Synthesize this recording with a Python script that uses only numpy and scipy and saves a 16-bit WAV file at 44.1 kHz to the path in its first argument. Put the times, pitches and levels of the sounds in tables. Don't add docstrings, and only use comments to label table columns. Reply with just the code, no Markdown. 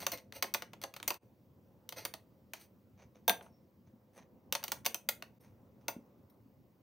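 import sys
import numpy as np
from scipy import signal
from scipy.fft import rfft, irfft
from scipy.io import wavfile
from scipy.ndimage import uniform_filter1d

SR = 44100
rng = np.random.default_rng(int(sys.argv[2]) if len(sys.argv) > 2 else 0)


def store_pcm(level_fs):
    pcm = np.round(np.clip(level_fs, -1, 1) * 32767).astype(np.int16)
    wavfile.write(sys.argv[1], SR, np.atleast_2d(pcm).T)


N = 300752


def gain_of(db):
    return 10 ** (np.asarray(db) / 20)


def evened(x):
    return x / np.sqrt(np.mean(x ** 2) + 1e-20)


def read(points, hz):
    f, value = np.transpose(points)
    return np.interp(np.log(hz + 1), np.log(f + 1), value)


def curve(points):
    return np.interp(np.arange(N) / SR, *np.transpose(points))


def coloured(x, *spectra):
    hz = np.fft.rfftfreq(len(x), 1 / SR)
    return irfft(rfft(x) * gain_of(sum(read(s, hz) for s in spectra)), len(x))


def add(mix, start_s, sound):
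    part = mix[..., max(round(start_s * SR), 0):][..., :sound.shape[-1]]
    part += sound[..., :part.shape[-1]]


def pair(shape, same):
    a, b, c, d = rng.standard_normal((shape[1], shape[0], 4)).T
    lean = np.arccos(np.clip(same, 0, 1)[:, None]) / 2
    shared = np.cos(lean) * (a + 1j * b)
    apart = np.sin(lean) * (c + 1j * d)
    return np.array([shared + apart, shared - apart])


# (frequency [Hz], level [dB])
TREBLE_LIMIT = [(15800, 0), (16000, -42)]
# (frequency [Hz], level [dB per Hz])
RUMBLE_SPECTRUM = [(15, -72.5), (25, -50.5), (96, -5), (140, -5), (161, -18), (197, -3), (312, -11.5),
                   (374, -12), (456, -16.5), (525, -10.5), (629, -20.5), (1020, -24), (3000, -51.5),
                   (3900, -71), (6600, -120)]
HISS_SPECTRUM = [(1200, -30.5), (2000, -3), (3200, -5.5), (5500, -5.5), (7500, -11), (10200, -12.5),
                 (13600, -4.5), (15200, 2), (15800, 1.5)]
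# (time [s], level [dB])
RUMBLE_LEVEL = [(0, -56.5), (.2, -67), (1., -63.5), (1.4, -67.5), (2.1, -62), (2.3, -66), (4., -67),
                (4.75, -60.5), (5., -66), (5.799, -62), (6.82, -68)]
HISS_LEVEL = [(0, -86), (1.202, -83), (2.601, -83), (4.4, -84.5), (5.4, -82.5), (6.82, -83.5)]
# (frequency [Hz], width [Hz], level [dB rms])
LOW_TONES = [(97.6, 5.3, -81), (182, 57, -79.5)]
# (frequency [Hz], spread [dB])
HUM_UNEVENNESS = [(100, 2.5), (800, 2), (2000, 1.2), (16000, 1.2)]
# (frequency [Hz], left-right likeness [0-1])
HUM_LIKENESS = [(60, 1), (150, 0.88), (380, 0.9), (950, 0.71), (2380, 0.15), (5980, 1), (15000, 0.92)]


def hum():
    hz = np.fft.rfftfreq(2048, 1 / SR)
    frames = N // 512 + 5
    patches = rng.standard_normal((frames, len(hz)))
    patches = uniform_filter1d(patches, size=5, axis=0)
    patches = evened(uniform_filter1d(patches, size=20, axis=1)).T
    noise = pair((len(hz), frames), read(HUM_LIKENESS, hz))
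    noise = noise * gain_of(read(HUM_UNEVENNESS, hz)[:, None] * patches)

    def layer(shape, level_db):
        sound = signal.istft(noise * shape[:, None], nperseg=2048, noverlap=1536)[1][:, :N]
        return gain_of(level_db) * evened(sound)

    limit_db = read(TREBLE_LIMIT, hz)
    out = layer(gain_of(read(RUMBLE_SPECTRUM, hz) + limit_db), curve(RUMBLE_LEVEL))
    out = out + layer(gain_of(read(HISS_SPECTRUM, hz) + limit_db), curve(HISS_LEVEL))
    for tone_hz, width_hz, level_db in LOW_TONES:
        out = out + layer(1 / (1 + (2 * (hz - tone_hz) / width_hz) ** 2), level_db)
    return out


def ringing(modes, spread_db, length, split):
    hz, db, t60_s = np.repeat(modes, 4, axis=0).T[:, :, None]
    t = np.arange(length) / SR
    level_luck, pitch_luck = rng.standard_normal((2, len(hz), 1))
    decay = gain_of(db + spread_db * level_luck - 60 * t / t60_s)
    ring = (decay * np.sin(2 * np.pi * hz * (1 + split * pitch_luck) * t)).sum(0)
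    return ring / abs(ring).max()


def stroke(row, spectrum, modes, slips_per_s, spread_db):
    start_s, rise_s, fall_s, peak_db, bright_db, ring_db = row
    t = np.arange(0, rise_s + fall_s, 1 / SR)
    onset_db, fade_db = -14, -20
    level_db = peak_db + np.interp(t, [0, rise_s, rise_s + fall_s], [onset_db, 0, fade_db])
    size_db = spread_db * np.minimum(rng.exponential(1, len(t)), 4)
    slips = gain_of(size_db) * rng.standard_normal(len(t))
    slips *= rng.random(len(t)) < slips_per_s / SR
    ring = signal.fftconvolve(slips, ringing(modes, 2.5, 2048, 0.0079))[:len(t)]
    sound = evened(coloured(slips, spectrum)) + gain_of(ring_db) * evened(ring)
    sound = coloured(sound, TREBLE_LIMIT)
    low = coloured(sound, [(7500, -0.5), (9500, -35.5)])
    mix = evened(low) + gain_of(bright_db) * evened(sound - low)
    return start_s, mix * gain_of(level_db) * signal.windows.tukey(len(t), .15)


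# (start [s], rise [s], fall [s], peak level [dB], brightness [dB], ringing [dB])
SCRAPES = [(0.0, 0.0022, 0.07, -44.5, -3.5, -8), (0.12, .012, .035, -40, -5, 8),
           (0.159, 0.026, 0.029, -55.5, -9, -5), (0.33, .036, .04, -50, -4, 0),
           (0.82, 0.0062, 0.024, -52.5, -3, -4), (1.08, 0.0043, 0.024, -44.5, 5, 3),
           (1.958, 0.02, 0.076, -45.5, -8, 0), (2.542, .005, 0.062, -57.5, -6.5, -10),
           (2.59, 0.024, 0.057, -61.5, .5, -10)]
# (frequency [Hz], level [dB per Hz])
RUB_SPECTRUM = [(300, -30), (600, -13.5), (1000, -12.5), (2500, -9.5), (3500, -14.5), (4600, -7),
                (5300, -17.5), (6050, -4.5), (7300, -23.5), (9100, -14.5), (10500, -21.5), (12800, -23.5),
                (13750, -11), (15500, -18)]
# (frequency [Hz], level [dB], t60 [s])
TUBE_MODES = [(571, 0, .055), (700, -2, .05), (890, 0, .04), (1040, -2, .035), (1430, -3, .03),
              (2150, -2, .045), (2550, -2, .03), (2900, -6, .022), (3400, -7, .022), (4350, -1, .028),
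              (4750, -2, .045), (5370, -6, .022), (5950, 2, .028), (6580, -6, .02), (8900, -8, .035),
              (9280, -7, .03), (11600, -9, .03), (13650, 2, .03), (14400, -3, .025), (15200, -4, .018)]


def scrapes(near):
    for row in SCRAPES:
        add(near[:2], *stroke(row, RUB_SPECTRUM, TUBE_MODES, slips_per_s=4600.0, spread_db=1.0))


# (frequency [Hz], level [dB per Hz])
CRACK_SPECTRUM = [(200, -28), (500, -14), (900, -4.5), (2500, 0), (4500, -1), (5300, -8), (6000, 0),
                  (7300, -12.5), (9100, -6.5), (11000, -12), (12500, -11), (13700, 0), (15300, -3),
                  (16800, -21.5)]


def blow(row, modes, spread_db, split, thud_db, middle_db, middle_slope):
    start_s, peak_db, sparkle_db, ring_db = row
    thud_db = thud_db - .45 * sparkle_db
    middle_db = middle_db + middle_slope * sparkle_db
    contact_ms = max(.75 * gain_of(-0.32 * sparkle_db), .2)
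    colour = [(45, thud_db - 50), (100, thud_db - 24.0), (330, thud_db), (550, thud_db + 9.5),
              (900, thud_db + 14.0), (2000, 0), (3500, .25 * min(middle_db, 0)), (6000, middle_db),
              (10000, (middle_db + sparkle_db) / 2), (13500, sparkle_db)]
    lead_s = .004
    t = np.arange(8192) / SR - lead_s
    after = np.maximum(t, 0)

    u = after / (contact_ms / 1000)
    crack = coloured(u * np.exp(1 - u) * rng.standard_normal(len(t)), CRACK_SPECTRUM)
    slow = after / 0.0049
    thud = coloured(slow * np.exp(1 - slow) * rng.standard_normal(len(t)),
                    [(200, 0.5), (450, -7), (1200, -17.5), (2500, -38.5)])

    ring = ringing(modes, spread_db, len(t), split) * np.minimum(np.arange(len(t)) / 60, 1)
    ring = coloured(np.roll(ring, round(lead_s * SR)), TREBLE_LIMIT)
    clatter = evened(coloured(rng.standard_normal(len(t)), CRACK_SPECTRUM, TREBLE_LIMIT))
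    clatter = clatter * gain_of(-60 * after / 0.026)
    ring = ring + gain_of(-9.5) * clatter * np.clip(t / 0.006, 0, 1)

    parts = crack / abs(crack).max() + gain_of(-7) * thud / abs(thud).max()
    parts = parts + gain_of(ring_db) * ring * (t > 0)
    sound = gain_of(peak_db) * coloured(parts, colour) * np.clip(t / 0.0014 + 1, 0, 1)
    bounce = rng.standard_normal(512) * np.exp(-np.arange(512) / 90)
    side = signal.fftconvolve(sound, bounce / np.linalg.norm(bounce))[:len(t)]
    pan_db = .6
    return start_s - lead_s, np.array([sound * gain_of(pan_db / 2), sound * gain_of(-pan_db / 2), side])


# (time [s], level [dB], brightness [dB], ringing [dB])
TAPS = [(0.0248, -37, -17, 4), (0.0662, -18, -1.5, 1.5), (0.1181, -33, 5.5, 11), (0.1752, -42, 4, -17),
        (0.1821, -44, -2, -7.5), (0.3235, -32, -6.5, -19), (0.4247, -20, 1.5, 8), (0.4398, -26, -25, -7),
        (0.5392, -26.5, 10, 5.5), (0.5462, -17.5, -6.5, 1), (0.6214, -27, -8, 0.5),
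        (0.7328, -37.5, -11.5, 6), (0.8155, -40.5, 2, 6.5), (0.8374, -21.5, -8.5, -8),
        (0.9389, -36, -4, -0.5), (0.9637, -34.5, -2.5, 7), (1.0001, -34.5, -15, -17),
        (1.0283, -28.5, -2.5, -16), (1.0778, -24, 7, 9.5), (1.1044, -18.5, -3.5, -1.5),
        (1.142, -36.5, 0, -20.5), (1.8908, -31.5, 2.5, -8.5), (1.9233, -34.5, -4, 6),
        (2.0511, -23.5, 0, 4.5), (2.1387, -26.5, -4, -7), (2.535, -29, -1, 1), (4.5249, -15.5, 2.5, -2.5),
        (4.5509, -20, -4, 3.5), (4.629, -37, -8, -7), (4.6388, -25, 1.5, 4), (4.6805, -29, 1.5, -2),
        (4.7186, -18, 1, -1), (4.8477, -33, -5, -1), (4.8535, -27.5, 3, 5), (4.8617, -15, 1, 4),
        (4.9447, -20.5, 2.5, -4.5), (5.0886, -16, 5, 2.5), (5.2235, -29.5, -9, -9)]


def taps(near):
    for row in TAPS:
        add(near, *blow(row, TUBE_MODES, spread_db=3., split=.014,
                        thud_db=-15.5, middle_db=1.5, middle_slope=.55))


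# (time [s], level [dB], pitch [Hz], t60 [s])
BUMPS = [(1.507, -51.5, 135.6, 0.051), (3.051, -43.5, 124, 0.036), (3.295, -39, 202, 0.12),
         (3.874, -47.5, 128, 0.033), (3.936, -43.5, 220, 0.037), (5.964, -26.5, 237.6, 0.02),
         (6.456, -52, 259, 0.062)]


def bumps(near):
    t = np.arange(round(.15 * SR)) / SR
    for start_s, level_db, hz, t60_s in BUMPS:
        decay = gain_of(level_db - 60 * t / max(t60_s, .01))
        add(near[:2], start_s, decay * np.sin(2 * np.pi * hz * t) * np.minimum(t / 0.0035, 1))


# (start [s], rise [s], fall [s], peak level [dB], brightness [dB], ringing [dB])
RUSTLES = [(2.97, 0.027, 0.056, -63, -26, -22), (3.005, .02, 0.046, -63.5, -22, -22),
           (3.145, 0.015, .045, -64, -20, -15), (3.415, .012, 0.037, -63, -1, -25),
           (3.445, .015, .045, -70, -6, -25), (3.865, .012, 0.021, -70.5, -22, -22),
           (4.13, .045, .03, -64, -5, -24), (4.16, .03, .06, -58.5, -22, -24), (5.4, .015, .06, -73, 1, -9),
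           (5.42, .035, .08, -68, -12, -20), (5.801, 0.011, 0.083, -76.5, -11.5, -14)]
# (frequency [Hz], level [dB per Hz])
FOOD_SPECTRUM = [(300, -16.5), (500, 2.5), (900, -3.5), (1400, -10.5), (2400, -9), (3100, -19.5),
                 (4400, -17.5), (5400, -24), (6050, -8.5), (6700, -18), (7300, -31.5), (9500, -29),
                 (12000, -38), (15000, -34)]
# (frequency [Hz], level [dB], t60 [s])
SPOON_MODES = [(3900, -4, .06), (5534, 0, .1), (9378, -6, .14), (11520, -8, .11), (13390, -12, .12),
               (14020, -6, .09), (15250, -12, .12)]


def rustles(near):
    for row in RUSTLES:
        add(near[:2], *stroke(row, FOOD_SPECTRUM, SPOON_MODES, slips_per_s=3000.0, spread_db=3.))


# (time [s], level [dB], brightness [dB], ringing [dB])
CLINKS = [(3.2792, -13.5, 4, 1.5), (3.2846, -22, 7, -6), (3.2955, -10.5, 2.5, -5)]
BOWL_HZ = [571, 700, 890, 1595, 2196, 3020, 3408, 3571, 4770, 5329, 6108, 7741, 9203, 12880, 14390, 14660,
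           15220]
# (level [dB], t60 [s])
BOWL_RING = [(-16.5, 0.13), (3, 0.09), (1.5, 0.08), (-2.5, 0.09), (-16, 0.047), (-15.5, 0.095), (-15, .12),
             (0.3, 0.08), (-18.5, .08), (-19, .07), (-4.5, 0.24), (-24, .08), (-9, 0.22), (-2.5, 0.09),
             (-9, 0.074), (-7, .06), (-8, .05)]
# (time [s], level [dB])
BOWL_DAMPING = [(3.405, -1.5), (3.43, -23)]


def clinks(near):
    bowl_modes = np.column_stack([BOWL_HZ, BOWL_RING])
    free = np.zeros_like(near)
    for row in CLINKS:
        add(free, *blow(row, bowl_modes, spread_db=1.1, split=.0012,
                        thud_db=-10.5, middle_db=-4.5, middle_slope=.3))
    near += free * gain_of(curve(BOWL_DAMPING))


# (time
# [s], level [dB], brightness [dB], ringing [dB])
KNOCKS = [(3.4093, -42, -21, -6.5), (3.463, -54, -28, -2), (5.882, -20, -2.5, -1)]
# (frequency [Hz], level [dB], t60 [s])
KNOCK_MODES = [(700, -3, 0.05), (1430, -5.5, 0.077), (2140, -6, 0.037), (2657, -2.5, 0.077), (6160, 3, 0.07),
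               (8670, -34, .05), (13690, -21, 0.044), (14390, 5, .1), (15800, 1, .07)]


def knocks(near):
    for row in KNOCKS:
        add(near, *blow(row, KNOCK_MODES, spread_db=2.1, split=.012,
                        thud_db=-9.5, middle_db=4, middle_slope=1.15))


# (start [s], rise [s], fall [s], peak level [dB], brightness [dB], ringing [dB])
SINGING = [(3.47, .07, .14, -81.5, -30, 3)]


def singing(near):
    for row in SINGING:
        add(near[:2], *stroke(row, FOOD_SPECTRUM, SPOON_MODES[1:2], slips_per_s=1500.0, spread_db=2.0))


# (time [s], level [dB], brightness [dB], ringing [dB])
PINGS = [(4.188, -59, -21.5, 3.2), (4.2253, -55.5, -26, 3.5), (6.2991, -65, 8, 4.2)]


def pings(near):
    for row in PINGS:
        add(near, *blow(row, SPOON_MODES, spread_db=2.1, split=.003,
                        thud_db=-27, middle_db=-10, middle_slope=.6))


# (frequency [Hz], t60 [s])
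KITCHEN_T60 = [(250, 0.49), (700, 0.2), (2000, .22), (5000, 0.16), (9000, 0.2), (15000, 0.16)]
# (frequency [Hz], left-right likeness [0-1])
KITCHEN_LIKENESS = [(250, .97), (600, .93), (1200, .6), (2400, .55), (6000, .85), (15000, .92)]


def kitchen(x):
    hz, t = np.fft.rfftfreq(128, 1 / SR), np.arange(700) * 32 / SR
    phase = 2 * np.pi * 2.3 * np.arange(N) / SR
    out = np.zeros((2, N))
    for k in range(3):
        noise = pair((len(hz), len(t)), read(KITCHEN_LIKENESS, hz))
        noise = noise * gain_of(-60 * t / read(KITCHEN_T60, hz)[:, None])
        tail = signal.istft(noise * np.clip(t / 0.0063, 0, 1), nperseg=128, noverlap=96)[1]
        tail = tail / np.linalg.norm(tail[0])
        share = np.sqrt(2 / 3) * np.cos(phase + k * np.pi / 3)
        out += signal.fftconvolve((x * share)[None], tail, axes=1)[:, :N]
    return np.array([coloured(channel, TREBLE_LIMIT) for channel in out])


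# (frequency [Hz], left minus right [dB])
PORT_BALANCE = [(250, -.3), (500, -1.5), (1000, -3), (2000, 1.5), (4000, 0), (15000, 0)]
# (frequency [Hz], left lead [rad])
PORT_LEAD = [(800, 0), (1460, .7), (2200, .3), (3200, -.3), (6000, .3), (16000, .1)]
# (frequency [Hz], level [dB])
SIDE_SPECTRUM = [(250, -28), (700, -24), (1200, -6), (2200, -8), (4000, -15), (8000, -9), (14000, -16)]


def at_ports(near):
    hz = np.fft.rfftfreq(N, 1 / SR)
    port = gain_of(read(PORT_BALANCE, hz) / 2) * np.exp(.5j * read(PORT_LEAD, hz))
    direct = irfft(rfft(near[:2]) * np.array([port, 1 / port]), N)
    side = coloured(near[2], SIDE_SPECTRUM)
    return direct + np.array([side, -side])


def scene():
    near = np.zeros((3, N))
    for source in (clinks, taps, knocks, pings, scrapes, rustles, singing, bumps):
        source(near)
    echoes = kitchen(near[:2].mean(0))
    return at_ports(near) + gain_of(-10.0) * echoes + hum()


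# (time [s], fade out [s], fade in [s], depth [dB])
DIPS = [(1.192, 0.021, .04, -26), (5.389, .004, .013, -22)]


def record(dry):
    now = np.arange(N) / SR
    dip_db = np.zeros(N)
    for time_s, out_s, in_s, depth_db in DIPS:
        dip_db += np.interp(now, [time_s - out_s, time_s, time_s + in_s], [0, depth_db, 0])
    bass_cut = signal.butter(4, 48, "highpass", fs=SR, output="sos")
    sound = signal.sosfilt(bass_cut, dry * gain_of(dip_db))
    edge_hz = 16750
    band = signal.firwin(255, edge_hz, window=("kaiser", 9), fs=SR)
    return signal.oaconvolve(sound, band[None], "same")


dry = scene()
out = record(dry)
store_pcm(out)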